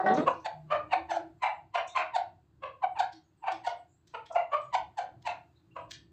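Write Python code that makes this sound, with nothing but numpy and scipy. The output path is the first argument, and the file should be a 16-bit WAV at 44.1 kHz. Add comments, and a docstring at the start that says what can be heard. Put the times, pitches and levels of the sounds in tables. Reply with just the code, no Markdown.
"""Chickens feeding in a roofed yard

A hen's drawn call and a rooster's low rising grumble open the scene: harmonics plus air, shaped by throats.
Quick clucks in three voices follow, each an opening note breaking to a second one, usually lower; effort
adds treble and hiss. Beaks tick on pots and floor (noise bursts and decaying sines), claws scratch (noise
bands), a chick peeps and soft low tones sound (near-sines). Hard walls prolong all of these over a far
rumble and faint air.
"""
import sys
import numpy as np
from scipy import signal
from scipy.fft import rfft, irfft, next_fast_len
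from scipy.io import wavfile
from scipy.ndimage import map_coordinates

SR = 44100
rng = np.random.default_rng(int(sys.argv[2]) if len(sys.argv) > 2 else 0)


def put_to_file(sound):
    """Save the sound as 16-bit audio at rate SR, in the file named by the first command-line argument."""
    columns = np.atleast_2d(sound).T  # one column per channel
    safe = np.clip(columns, -1, 1)
    whole_steps = np.round(safe * 32767)
    wavfile.write(sys.argv[1], SR, whole_steps.astype(np.int16))


N = 269892

# Far rumble and faint air, spectra: f/Hz, density/dB
RUMBLE_SPECTRUM = [(20, -30), (45, -11), (70, 2), (110, 4.5), (160, 0), (240, -13), (330, -0.5), (450, -21),
                   (900, -40.5), (3000, -68.5)]
AIR_SPECTRUM = [(200, -21), (600, 0), (1500, -6.5), (3000, -15), (4400, -14.5), (5500, -22), (7800, -16.5),
                (9300, -34), (15000, -25.5)]
# Their drift: t/s, rumble/dB, air/dB
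BACKGROUND_LEVELS = [(0, -61, -72), (.7, -62, -75), (1.4, -63, -80), (2.3, -67, -81), (3.3, -66, -80),
                     (4.1, -68, -79), (4.9, -65, -79), (6.12, -65, -80)]
# Wall reverberation: f/Hz, T60/s
WALL_T60 = [(150, 0.27), (400, 0.32), (800, 0.265), (2600, 0.265), (5500, 0.22), (12000, 0.07)]
# Standing waves between floor and roof: f/Hz, relative level/dB
STANDING_WAVES = [(152, 7.5), (205, -8.5), (248, -1), (310, -9), (441, -3.5), (593, -6.5)]
# Soft low tones, and a chick's peeps: t/s, length/s, f/Hz, level/dB
LOW_TONES = [(.2, .088, 149, -43), (.34, .075, 331, -51), (.52, .23, 153.8, -46), (.76, .17, 311, -54),
             (.96, .071, 325.5, -44.5), (1.0, .09, 76.1, -55), (1.08, .23, 334.2, -47.5),
             (1.99, .08, 320, -55), (3.13, .07, 320, -54), (3.52, .064, 328, -47.5),
             (4.64, .079, 130, -57.5)]
CHICK_PEEPS = [(1.88, .066, 3680, -51), (3.55, .05, 3640, -67), (5.555, .035, 3800, -71),
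               (5.71, .025, 2760, -67)]
# Claws in the dirt: t/s, centre f/Hz, level/dB
CLAW_SCUFFS = [(.089, 3520, -49), (.148, 6060, -51), (.172, 3880, -51), (.199, 7740, -64),
               (.283, 7000, -60), (.345, 4700, -66), (.405, 5200, -68), (1.88, 6650, -55),
               (3.132, 4600, -57), (4.33, 6300, -59.5)]
# Beak blows on pots and floor: t/s, level/dB, body (tilt towards the lows)/dB
BEAK_PECKS = [(3.123, -57, 3), (3.517, -45, 5), (4.0716, -59, -7), (4.2592, -54.5, 13.5),
              (4.6134, -61.5, 17.5), (5.2205, -67, -6), (5.908, -40, 2)]
# Grit under a blow: f/Hz, density/dB
GRIT_SPECTRUM = [(800, -46.5), (1700, -1.5), (2700, -10), (3300, -0.5), (4500, -4.5), (7500, -11.5),
                 (8800, -19.5), (9600, -40.5), (15000, -28.5)]
# Ringing modes of an aluminium feed pot: f/Hz, level/dB, T60/s
POT_MODES = [(1800, -33, .6), (4600, -31, .35), (7900, -34, .4)]
# Drawn-call notes: t/s, length/s, opening f/Hz, closing f/Hz, level/dB, opening brightness/dB
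HEN_NOTES = [(0, .016, 383, 380, -22, -5), (.06, .075, 376, 374, -22.5, 10)]
ROOSTER_NOTES = [(.033, .06, 192, 208, -28, -2), (.09, .073, 204, 250, -22, 4),
                 (.167, .04, 285, 312, -21, 9), (.205, .028, 300, 330, -26, 2)]
# Their throats: f/Hz, gain/dB
HEN_THROAT_GAIN = [(150, -40), (370, -6), (760, 8.5), (1130, -7), (1500, -8), (1870, -9), (2300, -32.5),
                   (3500, -34.5), (5000, -41), (8000, -56), (10000, -77.5)]
ROOSTER_THROAT_GAIN = [(50, -55), (130, -12), (200, 0.5), (420, 2), (620, 2), (850, -5), (1250, -9),
                       (1700, -21), (2400, -24), (3000, -30), (4200, -29), (5500, -58), (8000, -55.5),
                       (10000, -90.5)]
# Clucks: t/s, voice, level/dB, opening f/Hz, closing f/Hz, pitch break after peak/s, effort as treble lift/dB,
# throat resonance f/Hz, beak resonance f/Hz, swell/s, room/dB, far-wall echo/dB
CLUCK_EVENTS = [ (.281, "low", -17.5, 545, 505, .002, -6, 720, 2500, .009, -7, -22),
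                (.464, "sharp", -28, 870, 680, .001, 2.5, 560, 1850, .010, -2, -9),
                (.727, "low", -22.5, 570, 610, -.004, 1, 700, 2600, .013, 1, -18),
                (.936, "round", -20.5, 940, 745, -.005, 4.5, 780, 2400, .014, -3, -22),
                (1.118, "sharp", -26.5, 890, 690, -.002, 1, 650, 1550, .015, -2.5, -12),
                (1.171, "sharp", -28.5, 880, 690, -.002, -12, 720, 1550, .009, -7, -22),
                (1.439, "round", -22, 1000, 700, .002, 5.5, 900, 2350, .010, 1.5, -9),
                (1.758, "round", -22.5, 1020, 700, -.005, 6, 960, 2650, .009, 1, -15),
                (1.974, "round", -20.5, 1040, 760, .003, 5, 1040, 2500, .013, -.5, -12),
                (2.165, "sharp", -22, 920, 730, -.003, -1, 860, 1850, .016, -3.5, -10),
                (2.639, "low", -35, 545, 520, -.002, 3, 620, 3050, .009, 1, -22),
                (2.844, "round", -19, 1020, 745, -.011, -8.5, 740, 2250, .012, -7, -22),
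                (2.978, "round", -32.5, 920, 800, -.002, -3, 950, 2450, .013, -1.5, -19),
                (3.005, "sharp", -19.3, 925, 735, -.004, -3, 800, 1550, .009, -5, -18),
                (3.444, "round", -37, 900, 760, -.004, -7, 800, 2300, .011, 3, -19),
                (3.485, "round", -22.8, 930, 745, -.004, -2.5, 920, 2400, .011, -1, -19),
                (3.658, "sharp", -38, 940, 800, .003, 6, 950, 1900, .012, 1, -16),
                (3.676, "sharp", -21.8, 920, 725, -.007, -4, 900, 1600, .007, -5.5, -13),
                (4.15, "low", -31.5, 500, 440, -.003, 1, 740, 2900, .0066, -1.5, -18),
                (4.313, "round", -34, 720, 661, -.006, -22, 680, 2350, .006, -1, -19),
                (4.364, "round", -21, 900, 700, -.007, -7, 700, 2250, .008, -1, -19),
                (4.542, "low", -22.5, 565, 600, .002, -3, 660, 2350, .013, -.5, -16),
                (4.753, "sharp", -21.5, 985, 750, -.004, 2.5, 980, 2100, .014, -4, -20),
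                (4.991, "sharp", -27.3, 890, 720, -.005, -1, 800, 1750, .010, -4, -9),
                (5.275, "sharp", -28.5, 935, 690, -.001, 6, 800, 2400, .013, .5, -10),
                (5.768, "low", -37.5, 570, 490, -.001, 0, 1300, 2800, .006, 1, -18), ]
# Cluck voices: release/s, pitch-break length/s, opening-note fall/(octave/s), hiss/dB,
# hiss growth/(dB per dB effort), base roughness/(0-1)
CLUCK_VOICES = { "sharp": (.0088, .0025, 4.5, -20.5, .3, .14), "round": (.009, .0014, 4.5, -32.5, 1.2, .23),
                "low": (.0095, .003, -1, -36, .1, .29), }
# Throat of each cluck voice: f/Hz, gain/dB
CLUCK_THROATS = { "sharp": [(80, -72), (350, -27), (520, -7.5), (720, 8.5), (830, 4.5), (950, 7.5),
                 (1200, -12), (1450, -10), (1900, -11.5), (2500, -13), (4400, -23.5), (5200, -41),
                 (7500, -45), (9500, -73)], "round": [(80, -74), (330, -26), (520, -9), (710, 8.5),
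                 (850, 3.5), (1020, 6), (1350, -4.5), (1800, -12), (2750, -9.5), (3300, -25), (4300, -23.5),
                 (5200, -41), (7500, -46), (9500, -73)], "low": [(80, -70), (330, -27), (520, -3), (700, 5),
                 (880, 0), (1120, 5.5), (1400, -4.5), (1800, -15), (2700, -13.5), (3500, -27),
                 (4400, -28.5), (5200, -42), (7500, -47), (9500, -73)], }
# Air forced through the beak: f/Hz, gain/dB
HISS_GAIN = [(1200, -56), (3000, 2), (4400, 3.5), (5100, -6), (6500, -4.5), (7900, -6), (9300, -27),
             (15000, -35)]

BAND_LIMIT_HZ = 15500
FAR_WALL_DELAY_S, FAR_WALL_LOWPASS_HZ = .053, 1200
FAR_CHIRP_MEAN_HZ, FAR_CHIRP_MEAN_DB, FAR_CHIRP_MEAN_S = 7300, -79, .035
SCUFF_SWELL_S = .008
PECK_T60_S = .05
BRUSH_DB, BRUSH_S = -17, .005  # beak brushing feed around the strike
NOTE_RELEASE_S = .008
SAG_DB_PER_S, DULLING_DB_PER_S = 45, 200  # a drawn note runs out of air
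THROAT_PEAK_DB, THROAT_WIDTH = 2.5, .16  # width as log-frequency scale
BEAK_PEAK_DB, BEAK_WIDTH = 6.5, .12
BEAK_FALL_OCTAVES_PER_S = 7  # resonance falls as the beak shuts
CLOSING_FALL_OCTAVES_PER_S = 3.5
CLUCK_DULLING_DB_PER_S = 90
CLUCK_HIGHPASS_HZ = 380  # a cluck carries little below this
RASP_DB, RASP_KNOTS_PER_S = 5, 400  # depth at roughness 1
ROUGH_PER_EFFORT_DB = .015
OPENING_ROUGH_SHARE = .7  # of the closing note's roughness


def amp(db):
    """Amplitude ratio of a level in dB."""
    return 10 ** (np.asarray(db) / 20)


def unit(x):
    """x scaled to rms 1."""
    return x / np.sqrt(np.mean(x ** 2) + 1e-20)


def along(points, hz):
    """(Hz, value) points interpolated on a log axis, held flat beyond the ends."""
    f, v = np.transpose(points)
    return np.interp(np.log(hz + 1), np.log(f + 1), v)


def wobble(knots_per_s, size):
    """Smooth random curve."""
    knots = rng.standard_normal(int(size * knots_per_s / SR) + 4)
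    return map_coordinates(knots, [np.arange(size) * knots_per_s / SR])


def ripple(hz, spacing_hz=330):
    """Chance peaks and dips along frequency, about 1 in size."""
    return map_coordinates(rng.standard_normal(128), [hz / spacing_hz], mode="mirror")


def resonance(hz, centre_hz, width):
    """Bell of height 1 along log frequency."""
    return np.exp(-(np.log((hz + 1) / centre_hz) / width) ** 2)


def coloured(x, gain_db):
    """x through a frequency-dependent gain, brought to rms 1."""
    hz = np.fft.rfftfreq(len(x), 1 / SR)
    return unit(irfft(rfft(x) * amp(gain_db(hz)), len(x)))


def noise(gain_db, size):
    """Coloured noise of rms 1."""
    return coloured(rng.standard_normal(size), gain_db)


def add(track, s, sound):
    """Mix a sound into the track from time s."""
    i = max(round(s * SR), 0)
    track[i:i + len(sound)] += sound[:len(track) - i]


def background():
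    """Far, uneven rumble under faint air: two shaped noises, both drifting in level."""
    s, *levels = np.transpose(BACKGROUND_LEVELS)
    rumble_db, air_db = [np.interp(np.arange(N) / SR, s, level) for level in levels]
    swell_db = 3 * wobble(8, N)
    rumble = noise(lambda hz: along(RUMBLE_SPECTRUM, hz), N) * amp(rumble_db + swell_db)
    air = noise(lambda hz: along(AIR_SPECTRUM, hz) + ripple(hz), N)
    air *= amp(air_db + 1.3 * wobble(5, N))
    return rumble + air


def in_yard(x, wet_db, gap_s=0.0064, build_s=0.015, ripple_db=4):
    """Sound plus wall reverberation: decaying noise; each call draws its own colouring for place and facing."""
    hz, t, z = signal.stft(rng.standard_normal(SR * 3 // 5), SR, nperseg=256)
    decay = amp(-60 * t / along(WALL_T60, hz)[:, None])
    tail = signal.istft(z * decay, SR, nperseg=256)[1]
    tail *= np.clip((np.arange(len(tail)) / SR - gap_s) / build_s, 0, 1)
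    size = next_fast_len(len(x) + len(tail), real=True)
    hz = np.fft.rfftfreq(size, 1 / SR)
    direct = rfft(x, size)
    # some narrow bands answer more strongly than others
    wet = direct * rfft(tail, size) * amp(3 * ripple(hz, spacing_hz=129))
    wet *= amp(wet_db) * np.linalg.norm(direct) / np.linalg.norm(wet)
    ripple_share = along([(900, 0.32), (2000, 0.24), (4000, 1)], hz)
    colour = amp(ripple_db * ripple_share * (ripple(hz) - 1.0))
    return irfft((direct + wet) * colour, size)[:len(x) + SR // 2]


def far_wall(x, echo_db):
    """Sound followed by one low-passed echo."""
    lowpass = signal.butter(2, FAR_WALL_LOWPASS_HZ, fs=SR, output="sos")
    echo = signal.sosfilt(lowpass, x)
    delay = round(FAR_WALL_DELAY_S * SR)
    return np.pad(x, (0, delay)) + amp(echo_db) * np.pad(echo, (delay, 0))


def with_standing_waves(x, width_hz=13, ring_db=-2):
    """Resonators at the yard's standing waves make a low sound boom."""
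    size = next_fast_len(N + SR // 4)
    f = np.fft.rfftfreq(size, 1 / SR)
    ring = 0
    for hz, db in STANDING_WAVES:
        damping = 1j * f * width_hz
        ring = ring + amp(db + ring_db) * damping / (hz * hz - f * f + damping)
    return irfft(rfft(x, size) * (0.61 + ring), size)[:N]


def notes(rows, glide, waver, wet_db, waver_knots_per_s=90):
    """Nearly pure notes that swell, glide a little and fade."""
    out = np.zeros(N)
    for s, length, hz, db in rows:
        u = np.linspace(0, 1, int(length * SR))
        pitch = hz * (1 + glide * (u - .5) + waver * wobble(waver_knots_per_s, len(u)))
        shape = np.sqrt(np.abs(np.sin(np.pi * u)))
        note = shape * np.sin(2 * np.pi * np.cumsum(pitch) / SR)
        add(out, s, in_yard(amp(db) * note, wet_db))
    return out


def far_birds(count=30):
    """Faint, thin chirps of small far birds: short wavering notes at chance moments."""
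    rows = []
    for when, length, pitch, level in rng.random((count, 4)):
        length_s = FAR_CHIRP_MEAN_S * (.5 + length)
        hz = FAR_CHIRP_MEAN_HZ * (1 + .3 * (pitch - .5))
        rows.append((6 * when, length_s, hz, FAR_CHIRP_MEAN_DB + 6 * (level - .5)))
    return notes(rows, glide=-.04, waver=.025, wet_db=0, waver_knots_per_s=1200)


def low_tones():
    """Soft low tones: wavering near-sines with a slight downward glide."""
    return notes(LOW_TONES, glide=-.02, waver=.025, wet_db=-7)


def chick_peeps():
    """Chick's peeps: short, high, wavering near-sines with a slight upward glide."""
    return notes(CHICK_PEEPS, glide=.03, waver=.04, wet_db=-5, waver_knots_per_s=900)


def scuffs(width=0.22, grain_db=2.5, wet_db=0):
    """Claws scratch the dirt: short strokes of uneven noise in a band proportional to its centre."""
    out = np.zeros(N)
    t = np.arange(-SR // 20, SR // 20) / SR
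    for s, centre_hz, db in CLAW_SCUFFS:
        def band(hz):
            bell_db = np.maximum(-8 * (np.log((hz + 1) / centre_hz) / width) ** 2, -30)
            return bell_db + along([(8200, -0.5), (9300, -12.5)], hz)
        grains = unit(noise(band, len(t)) * amp(grain_db * wobble(800, len(t))))
        stroke = amp(db) * np.exp(-(t / SCUFF_SWELL_S) ** 2) * grains
        add(out, s + t[0], in_yard(stroke, wet_db, ripple_db=1))
    return out


def pecks(attack_s=0.005, grain_db=3.5, wet_db=-2, strike_db=4):
    """A beak brushes the feed, strikes, scatters grit and rings the pot; more body sounds lower."""
    out = np.zeros(N)
    t = np.arange(-SR // 40, SR // 3) / SR
    after = np.maximum(t, 0)
    for s, db, body_db in BEAK_PECKS:
        def spectrum(hz):
            body_share = along([(3000, 0.78), (5500, 0.22)], hz)
            return along(GRIT_SPECTRUM, hz) + body_db * body_share
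        grit = noise(spectrum, len(t))
        grit *= amp(grain_db * wobble(700, len(t)))
        blow = amp(strike_db - 60 * after / PECK_T60_S) * (1 - np.exp(-after / attack_s))
        brush = amp(BRUSH_DB) * np.exp(-np.abs(t) / BRUSH_S)
        ring = 0
        for hz, level_db, t60_s in POT_MODES:
            ring = ring + amp(level_db - 60 * after / t60_s) * np.sin(2 * np.pi * hz * after)
        peck = amp(db) * ((blow + brush) * grit + ring)
        add(out, s + t[0], in_yard(peck, wet_db, ripple_db=-1.5))
    return out


def throat_gain(points, bright_db=0):
    """Gain/dB by frequency; brightness acts mainly on the upper partials."""
    return lambda hz: along(points, hz) + bright_db * along([(1100, 0.03), (2000, 0.97)], hz)


def syrinx(pitch, throat, rough, jitter, jitter_knots_per_s=500, lift_db=0, beak_hz=None):
    """Unsteady membrane's harmonics plus air puffed once a cycle, shaped by throat and optional beak."""
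    size = len(pitch)
    unsteady = pitch * (1 + jitter * wobble(jitter_knots_per_s, size))
    phase = 2 * np.pi * np.cumsum(unsteady) / SR
    k = np.arange(1, int(10000 / pitch.max()))[:, None]  # harmonics up to about 10 kHz
    partial_hz = k * pitch
    gain_db = throat(partial_hz) + lift_db * along([(1000, 0.02), (1500, 0.85)], partial_hz)
    tract = throat
    if beak_hz is not None:
        gain_db = gain_db + BEAK_PEAK_DB * resonance(partial_hz, beak_hz, BEAK_WIDTH)
        # the air sees the beak held at its midway position
        tract = lambda hz: throat(hz) + BEAK_PEAK_DB * resonance(hz, beak_hz[size // 2], BEAK_WIDTH)
    partials = amp(gain_db) * np.sin(k * phase + rng.uniform(0, 2 * np.pi, k.shape))
    tone = unit(np.sum(partials, axis=0))
    air = coloured(rng.standard_normal(size) * (1 + np.cos(phase)), tract)
    air_share = np.clip(rough, 0, 1)
    return np.sqrt(1 - air_share) * tone + np.sqrt(air_share) * air


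def drawn_call(rows, throat, attack_s, rough, jitter, wet_db):
    """Longer notes: each starts quickly, glides while it weakens and dulls, then dies away."""
    out = np.zeros(N)
    t = np.arange(SR // 5) / SR
    for s, length, open_hz, close_hz, db, bright_db in rows:
        held = np.minimum(t, length)
        pitch = open_hz + (close_hz - open_hz) * held / length
        voice = syrinx(pitch, throat_gain(throat), rough, jitter, jitter_knots_per_s=250,
                       lift_db=bright_db - DULLING_DB_PER_S * held)
        attack = np.minimum(t / attack_s, 1)
        release = np.exp((held - t) / NOTE_RELEASE_S)
        shape = attack * amp(-SAG_DB_PER_S * held) * release
        add(out, s, in_yard(amp(db) * shape * voice, wet_db))
    return out


def hen_call():
    """Hen's drawn call: a fairly clear syrinx."""
    return drawn_call(HEN_NOTES, HEN_THROAT_GAIN, attack_s=.003, rough=.13, jitter=0.018, wet_db=-4)


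def rooster_grumble():
    """Rooster's low rising grumble: a rougher syrinx booming in the standing waves."""
    call = drawn_call(ROOSTER_NOTES, ROOSTER_THROAT_GAIN, attack_s=.014, rough=0.36, jitter=0.035, wet_db=-8)
    return with_standing_waves(call)


def clucks(jitter=.04, opening_swells=1.9, leak=0.26, hiss_lead_s=0.0042, hiss_width_s=0.012, hiss_rough=0.4):
    """The throat opens on a sliding note, breaking to a rougher, drooping one, usually lower, as the beak shuts."""
    out = np.zeros(N)
    t = np.arange(-SR // 16, SR // 16) / SR  # 0 at the cluck's peak
    highpass = signal.butter(4, CLUCK_HIGHPASS_HZ, "highpass", fs=SR, output="sos")
    for (s, kind, db, open_hz, close_hz, break_s, effort_db,
         throat_hz, beak_hz, swell, room_db, echo_db) in CLUCK_EVENTS:
        release, break_length, slide, hiss_db, hiss_growth, rough = CLUCK_VOICES[kind]
        rough = np.clip(rough + ROUGH_PER_EFFORT_DB * effort_db, .03, 1)
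        within = np.clip(t, -2 * swell, 2 * release)

        opening = open_hz * 2 ** (-slide * np.maximum(within - break_s + swell, -swell))
        closing = close_hz * 2 ** (-CLOSING_FALL_OCTAVES_PER_S * (within - release / 2))
        broken = (1 + np.tanh((t - break_s) / break_length)) / 2
        pitch = opening + (closing - opening) * broken

        base_throat = throat_gain(CLUCK_THROATS[kind], effort_db)
        throat = lambda hz: base_throat(hz) + THROAT_PEAK_DB * resonance(hz, throat_hz, THROAT_WIDTH)
        roughness = rough * (OPENING_ROUGH_SHARE + (1 - OPENING_ROUGH_SHARE) * broken)
        moving_beak_hz = beak_hz * 2 ** (-BEAK_FALL_OCTAVES_PER_S * within)
        shape = np.exp(-np.abs(t / np.where(t < 0, swell, release)) ** 1.14)
        voice = shape * syrinx(pitch, throat, roughness, jitter,
                               lift_db=-CLUCK_DULLING_DB_PER_S * within, beak_hz=moving_beak_hz)

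        # partly voiced hiss, centred just before the peak
        hiss_shape = np.exp(-np.abs((t + hiss_lead_s) / hiss_width_s) ** 1.8)
        hiss = hiss_shape * syrinx(pitch, throat_gain(HISS_GAIN), hiss_rough, jitter / 2)
        hiss *= amp(hiss_db + hiss_growth * effort_db)

        opened = leak + (1 - leak) / (1 + np.exp(-(t + opening_swells * swell) / 0.001))
        rasp = unit(amp(RASP_DB * rough * wobble(RASP_KNOTS_PER_S, len(t))))
        cluck = signal.sosfilt(highpass, amp(db) * opened * rasp * (voice + hiss))
        add(out, s + t[0], in_yard(far_wall(cluck, echo_db), room_db, ripple_db=2.5))
    return out


def scene():
    """All birds and the background, summed to one channel."""
    far = background() + far_birds()
    small = low_tones() + chick_peeps() + scuffs() + pecks()
    calls = hen_call() + rooster_grumble() + clucks()
    return (far + small + calls)[None]


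def record(dry):
    """Remove everything from the band limit up."""
    size = next_fast_len(N + SR // 4)
    kept = np.fft.rfftfreq(size, 1 / SR) < BAND_LIMIT_HZ
    return irfft(rfft(dry, size) * kept, size)[:, :N]


dry = scene()
out = record(dry)
put_to_file(out)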